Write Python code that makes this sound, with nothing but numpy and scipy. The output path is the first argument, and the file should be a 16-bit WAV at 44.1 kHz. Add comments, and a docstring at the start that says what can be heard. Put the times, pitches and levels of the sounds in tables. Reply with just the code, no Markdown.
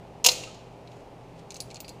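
"""A stuck bolt snaps

A seized bolt snaps under a spanner in an engine bay: a crack, then the tool slams twice into the steel
frame. Each blow makes the steel ring, the chassis thud and the workshop echo. A hand and the tool slide
faintly over metal, then two spanners clink together as they are taken off. A machine hums behind it all.
Ringing is made of fading pure tones; rattles, echoes and rubbing are made of shaped noise."""
import sys
import numpy as np
from scipy import signal
from scipy.fft import rfft, irfft
from scipy.io import wavfile
from scipy.ndimage import uniform_filter1d

SR = 44100
rng = np.random.default_rng(int(sys.argv[2]) if len(sys.argv) > 2 else 0)


def persist_wave(psi):
    """Save psi, clipped to +-1, as 16-bit WAV."""
    counts = np.round(np.clip(psi, -1, 1) * 32767).astype(np.int16)
    wavfile.write(sys.argv[1], SR, np.atleast_2d(counts).T)


N = 88200
T = np.arange(N) / SR
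FREQS_HZ = np.maximum(np.fft.rfftfreq(N, 1 / SR), 1)

# the snap and the knocks of the tool on the frame
# (time [s], level [dB], brightness [dB per octave], scrape length [s], boosted pitch [Hz], boost [dB])
BOLT_BLOWS = [(0.2428, -12, 1, 0.0012, 6860, 13), (0.2469, -5, 1, .002, 2900, 5.5),
              (0.2601, -4.5, -2.5, .002, 2760, 6), (0.2633, 1, 2.5, 0.0036, 6770, 5),
              (.2864, -6, -2, .003, 4200, 11), (0.3166, -21, 2, 0.0034, 6750, 4.5),
              (0.4364, -30.5, -4.5, 0.0013, 2630, 11), (0.5457, -41, -5, 0.0015, 7070, 5),
              (0.8746, -48, -7.5, 0.0029, 4040, 14), (.917, -49, -4, .003, 3700, 8.5)]
# ringing tones of frame and bolt (pitch [Hz], level [dB], time to fade by 60 dB [s])
FRAME_TONES = [(2200, -11, .15), (2742, -3, .28), (2785, -7, .25), (3360, -8, .2), (4048, -6, .2),
               (4168, 0, .24), (4790, -2, .3), (5477, -3, .3), (6145, -3, .33), (6385, -1, .28),
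               (6630, -3, .22), (6904, -1, .27), (7238, -1, .25)]
# short, dense rattle of the steel (frequency [Hz], level [dB])
CRACK_SPECTRUM = [(300, -23.5), (520, -14.5), (950, -6.5), (1650, -24), (2100, -9), (2400, -6.5),
                  (2800, -2), (3600, -3.5), (4200, -3.5), (4500, -4), (5000, 0.5), (7100, -6.5),
                  (8300, -11), (15000, -17)]
# thud of the chassis (frequency [Hz], level [dB])
THUD_SPECTRUM = [(30, -20), (75, -7), (160, -14), (300, -11.5), (410, -13.5), (520, 1.5), (950, -8),
                 (1500, -1.5), (3000, -34)]
# low tones of the chassis (pitch [Hz], level [dB], time to fade by 60 dB [s])
CHASSIS_TONES = [(502, -1, .3), (548, -7, .45), (721, 1, .1), (922, 1, .14), (960, 3, .15)]
# the spanners touching
# (time [s], level [dB], brightness [dB per octave], ring level [dB], boosted pitch [Hz])
SPANNER_CLINKS = [(1.506, -8.5, -2, -21.5, 6430), (1.5202, -13.5, -1, -18, 2300),
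                  (1.544, -12, 3.5, -17, 6300), (1.5572, -13, -7, -6.5, 4100), (1.566, -11.5, 3, -25, 6500),
                  (1.6037, -2, 3.5, -14.5, 4630), (1.606, -11.5, 6.5, 7, 10220),
                  (1.6218, -19, 6, -21, 4000), (1.7037, -17.5, -9, -14, 7700),
                  (1.7118, -13, -3.5, -15, 2300), (1.745, -12, -0.5, -22, 6750),
                  (1.758, -13.5, -2.5, -9.5, 4370), (1.7682, -14, -7, -22, 6950),
                  (1.8035, -5.5, 0, -2, 14200), (1.8458, -19, -13.5, 4, 4770),
                  (1.881, -10.5, -7.5, -4.5, 11200), (1.8924, -11.5, 7, -3, 4540)]
# ringing tones of the spanners (pitch [Hz], level [dB], time to fade by 60 dB [s])
SPANNER_TONES = [(2260, -1, .12), (2720, -3, .09), (4260, 1, .11), (4750, -3, .14), (6100, -4, .09),
                 (7262, -8, .08), (7820, -9, .2), (10715, -1, .1), (14290, -1, .075)]
# click of steel on steel (frequency [Hz], level [dB])
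CLICK_SPECTRUM = [(1000, -44.5), (1950, -20), (2300, -3), (2850, -2), (3150, -9.5), (4250, 3.5),
                  (5600, -2.5), (6700, 0), (8600, -5), (9300, -11), (10100, -9.5), (11500, -18.5),
                  (15000, -23)]
# slides over metal (middle time [s], half length [s], level [dB], boosted pitch [Hz])
SLIDES = [(0.96, .08, -67, 6770), (1.392, 0.031, -62.5, 4330)]
# hiss of sliding (frequency [Hz], level [dB])
SLIDE_SPECTRUM = [(1000, -8), (1600, 2.5), (3000, 0.5), (8000, -6.5), (15000, -25)]
# echo of the workshop (frequency [Hz], level [dB], time to fade by 60 dB [s])
ECHO_SPECTRUM = [(199.5, -15, 0.99), (380, -4, 1), (500, 4, .8), (900, -5.5, 0.45), (1650, -16, .7),
                 (2425, -5, 0.61), (3900, -6.5, 0.85), (7050, -5.5, .58), (8800, -10.5, .42),
                 (14970, -18.5, .3)]
# dull rush of the machine (frequency [Hz], level [dB])
MACHINE_SPECTRUM = [(20, -10.5), (55, -1), (90, -6.5), (150, -1), (250, -4.5), (340, -5.5), (520, -3),
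                    (850, -5), (1100, -14.5), (1600, -22.5), (2200, -22), (2750, -21.5), (3300, -27),
                    (7000, -35), (15000, -48.5)]
# hum of the machine (pitch [Hz], level [dB])
HUM_TONES = [(119.9, -54.5), (168.8, -59.5), (287, -65.5), (401, -60), (807, -64.5)]


def bolt_blows(crack_fade_s=.042, thud_fade_s=.15):
    """Each blow scrapes briefly, rattles and rings the steel, thuds in the chassis and fills the room."""
    out = np.zeros(N)
    steel, chassis, echo = tick(CRACK_SPECTRUM), tick(THUD_SPECTRUM), workshop_echo()
    bite = 1 + gain(13.5) * fade(.06)  # the ring starts with extra strength and quickly loses it
    for start, db, brightness, scrape_s, boosted_hz, boost_db in BOLT_BLOWS:
        scrape = np.where(T < scrape_s, gain(2.5), 0)
        crack = gain(-12.5) * rattle(steel, scrape + delay(fade(crack_fade_s), scrape_s))
        frame = gain(-38) * bite * ring(FRAME_TONES)
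        clang = delay(crack + frame + gain(-32.5) * echo, start)
        thud = gain(-41) * rattle(chassis, fade(thud_fade_s)) + gain(-32.5) * ring(CHASSIS_TONES)
        out += gain(db) * (shape_tone(clang, brightness, boosted_hz, boost_db) + delay(thud, start))
    return out


def dull_tap():
    """One soft, fading tone just after the snap."""
    return delay(ring([(1280, -47, .16)]), start_s=.472)


def spanner_clinks(click_fade_s=.036, other_tones_db=-17):
    """Each touch clicks, scatters around the bay and rings the tones that suit the spot it hits."""
    out, contact, echo = np.zeros(N), tick(CLICK_SPECTRUM), workshop_echo()
    for start, db, brightness, ring_db, boosted_hz in SPANNER_CLINKS:
        scatter = gain(-31.5) * rattle(contact, fade(click_fade_s))
        click = delay(gain(-14) * contact + scatter + gain(-55) * echo, start)
        tones = [(hz, tone_db + other_tones_db * (1 - closeness(hz, boosted_hz)), fade_s)
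                 for hz, tone_db, fade_s in SPANNER_TONES]
        ringing = gain(ring_db - 30.5) * delay(ring(tones), start)
        out += gain(db) * (shape_tone(click, brightness, boosted_hz, boost_db=8) + ringing)
    return out


def sliding_grip(uneven_db=3):
    """The tool and a hand rub faintly over metal with uneven pressure."""
    out = np.zeros(N)
    for middle, half_s, db, boosted_hz in SLIDES:
        pressure = np.exp(-((T - middle) / half_s) ** 2) * gain(db + uneven_db * wander(90))
        out += pressure * shape_tone(noise(SLIDE_SPECTRUM), 0, boosted_hz, boost_db=6.5)
    return out


def workshop_echo(build_s=.0027):
    """Reflections blur into noise. Each octave fades at its own speed, the highest fastest."""
    spectrum, fade_s = rfft(noise(ECHO_SPECTRUM)), curve(ECHO_SPECTRUM, column=2)
    low_hz, high_hz = ECHO_SPECTRUM[0][0], ECHO_SPECTRUM[-1][0]
    octave = np.log2(np.clip(FREQS_HZ, low_hz, high_hz) / low_hz)
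    tail = np.zeros(N)
    for k in range(int(np.ceil(octave.max())) + 1):
        band = np.maximum(1 - np.abs(octave - k), 0)
        tail += irfft(spectrum * band, N) * fade(np.average(fade_s, weights=band))
    return tail * (1 - np.exp(-T / build_s))


def machine(drift_hz=1.2, waver_db=2):
    """A running machine gives a steady, dull rush and a wavering hum."""
    out = gain(-48) * noise(MACHINE_SPECTRUM)
    for hz, db in HUM_TONES:
        cycles = np.cumsum(hz + drift_hz * wander(2.9)) / SR
        out += np.sqrt(2) * gain(db + waver_db * wander(8.9)) * np.sin(2 * np.pi * cycles)
    return out


def ring(tones):
    """A struck object rings with pure tones that each die away."""
    t = T[:N // 2]
    x = sum(gain(db) * np.exp(-np.log(1000) * t / fade_s) * np.sin(2 * np.pi * (hz * t + rng.random()))
            for hz, db, fade_s in tones)
    return np.pad(x, (0, N - len(t)))


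def tick(table):
    """The first instant of a hit: one sharp pulse with the table's spectrum and an energy of 1."""
    cepstrum = irfft(np.log(gain(curve(table))), N)
    cepstrum[1:N // 2] *= 2  # folding the second half onto the first packs the sound at the start
    cepstrum[N // 2:] = 0
    x = irfft(np.exp(rfft(cepstrum)), N)
    return x / np.linalg.norm(x)


def rattle(pulse, loudness, smooth_hz=350):
    """Many tightly packed reflections of a pulse, following a loudness curve."""
    spectrum = rfft(rng.standard_normal(N) * loudness)
    power = uniform_filter1d(np.abs(spectrum) ** 2, int(smooth_hz * N / SR))
    spectrum /= np.sqrt(power)  # even out chance peaks and dips
    return irfft(spectrum * rfft(pulse), N) * np.linalg.norm(loudness) * (T < T[-1] / 2)


def closeness(hz, boosted_hz, width_octaves=.27):
    """The spot that is hit drives one pitch best: 1 at that pitch, near 0 far from it."""
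    return 1 / (1 + (2 * np.log2(hz / boosted_hz) / width_octaves) ** 2)


def shape_tone(x, brightness, boosted_hz, boost_db, pivot_hz=5000):
    """Make a sound brighter or duller, and boost it around one pitch."""
    octaves = np.clip(np.log2(FREQS_HZ / pivot_hz), -1.5, 1.5)
    return irfft(rfft(x) * gain(brightness * octaves + boost_db * closeness(FREQS_HZ, boosted_hz)), N)


def noise(table):
    """Noise with the table's spectrum and a typical size of 1."""
    x = irfft(rfft(rng.standard_normal(N)) * gain(curve(table)), N)
    return x / x.std()


def wander(rate_hz):
    """A smooth random wobble with a typical size of 1."""
    x = irfft(rfft(rng.standard_normal(N)) * np.exp(-(FREQS_HZ / rate_hz) ** 2) * (FREQS_HZ > 1), N)
    return x / x.std()


def curve(table, column=1):
    """Join a table's points to get a value at every frequency."""
    rows = np.array(table, float)
    return np.interp(np.log(FREQS_HZ), np.log(rows[:, 0]), rows[:, column])


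def fade(fade_s):
    """Start at 1 and fall by 60 dB in the given time."""
    return np.exp(-np.log(1000) * T / fade_s)


def delay(x, start_s):
    """Move a sound to its start time."""
    return np.concatenate([np.zeros(int(start_s * SR)), x])[:N]


def gain(db):
    """Turn decibels into a multiplier."""
    return 10 ** (np.asarray(db) / 20)


def scene():
    """Add all the sounds into one channel."""
    return (dull_tap() + bolt_blows() + spanner_clinks() + sliding_grip() + machine())[None]


def record(dry):
    """Round off the loudest peaks and cut the very highest treble."""
    ceiling, top_hz = .9, 15150
    rounded = ceiling * np.tanh(dry / ceiling)
    return signal.sosfilt(signal.ellip(8, .2, 80, top_hz, fs=SR, output="sos"), rounded)


dry = scene()
out = record(dry)
persist_wave(out)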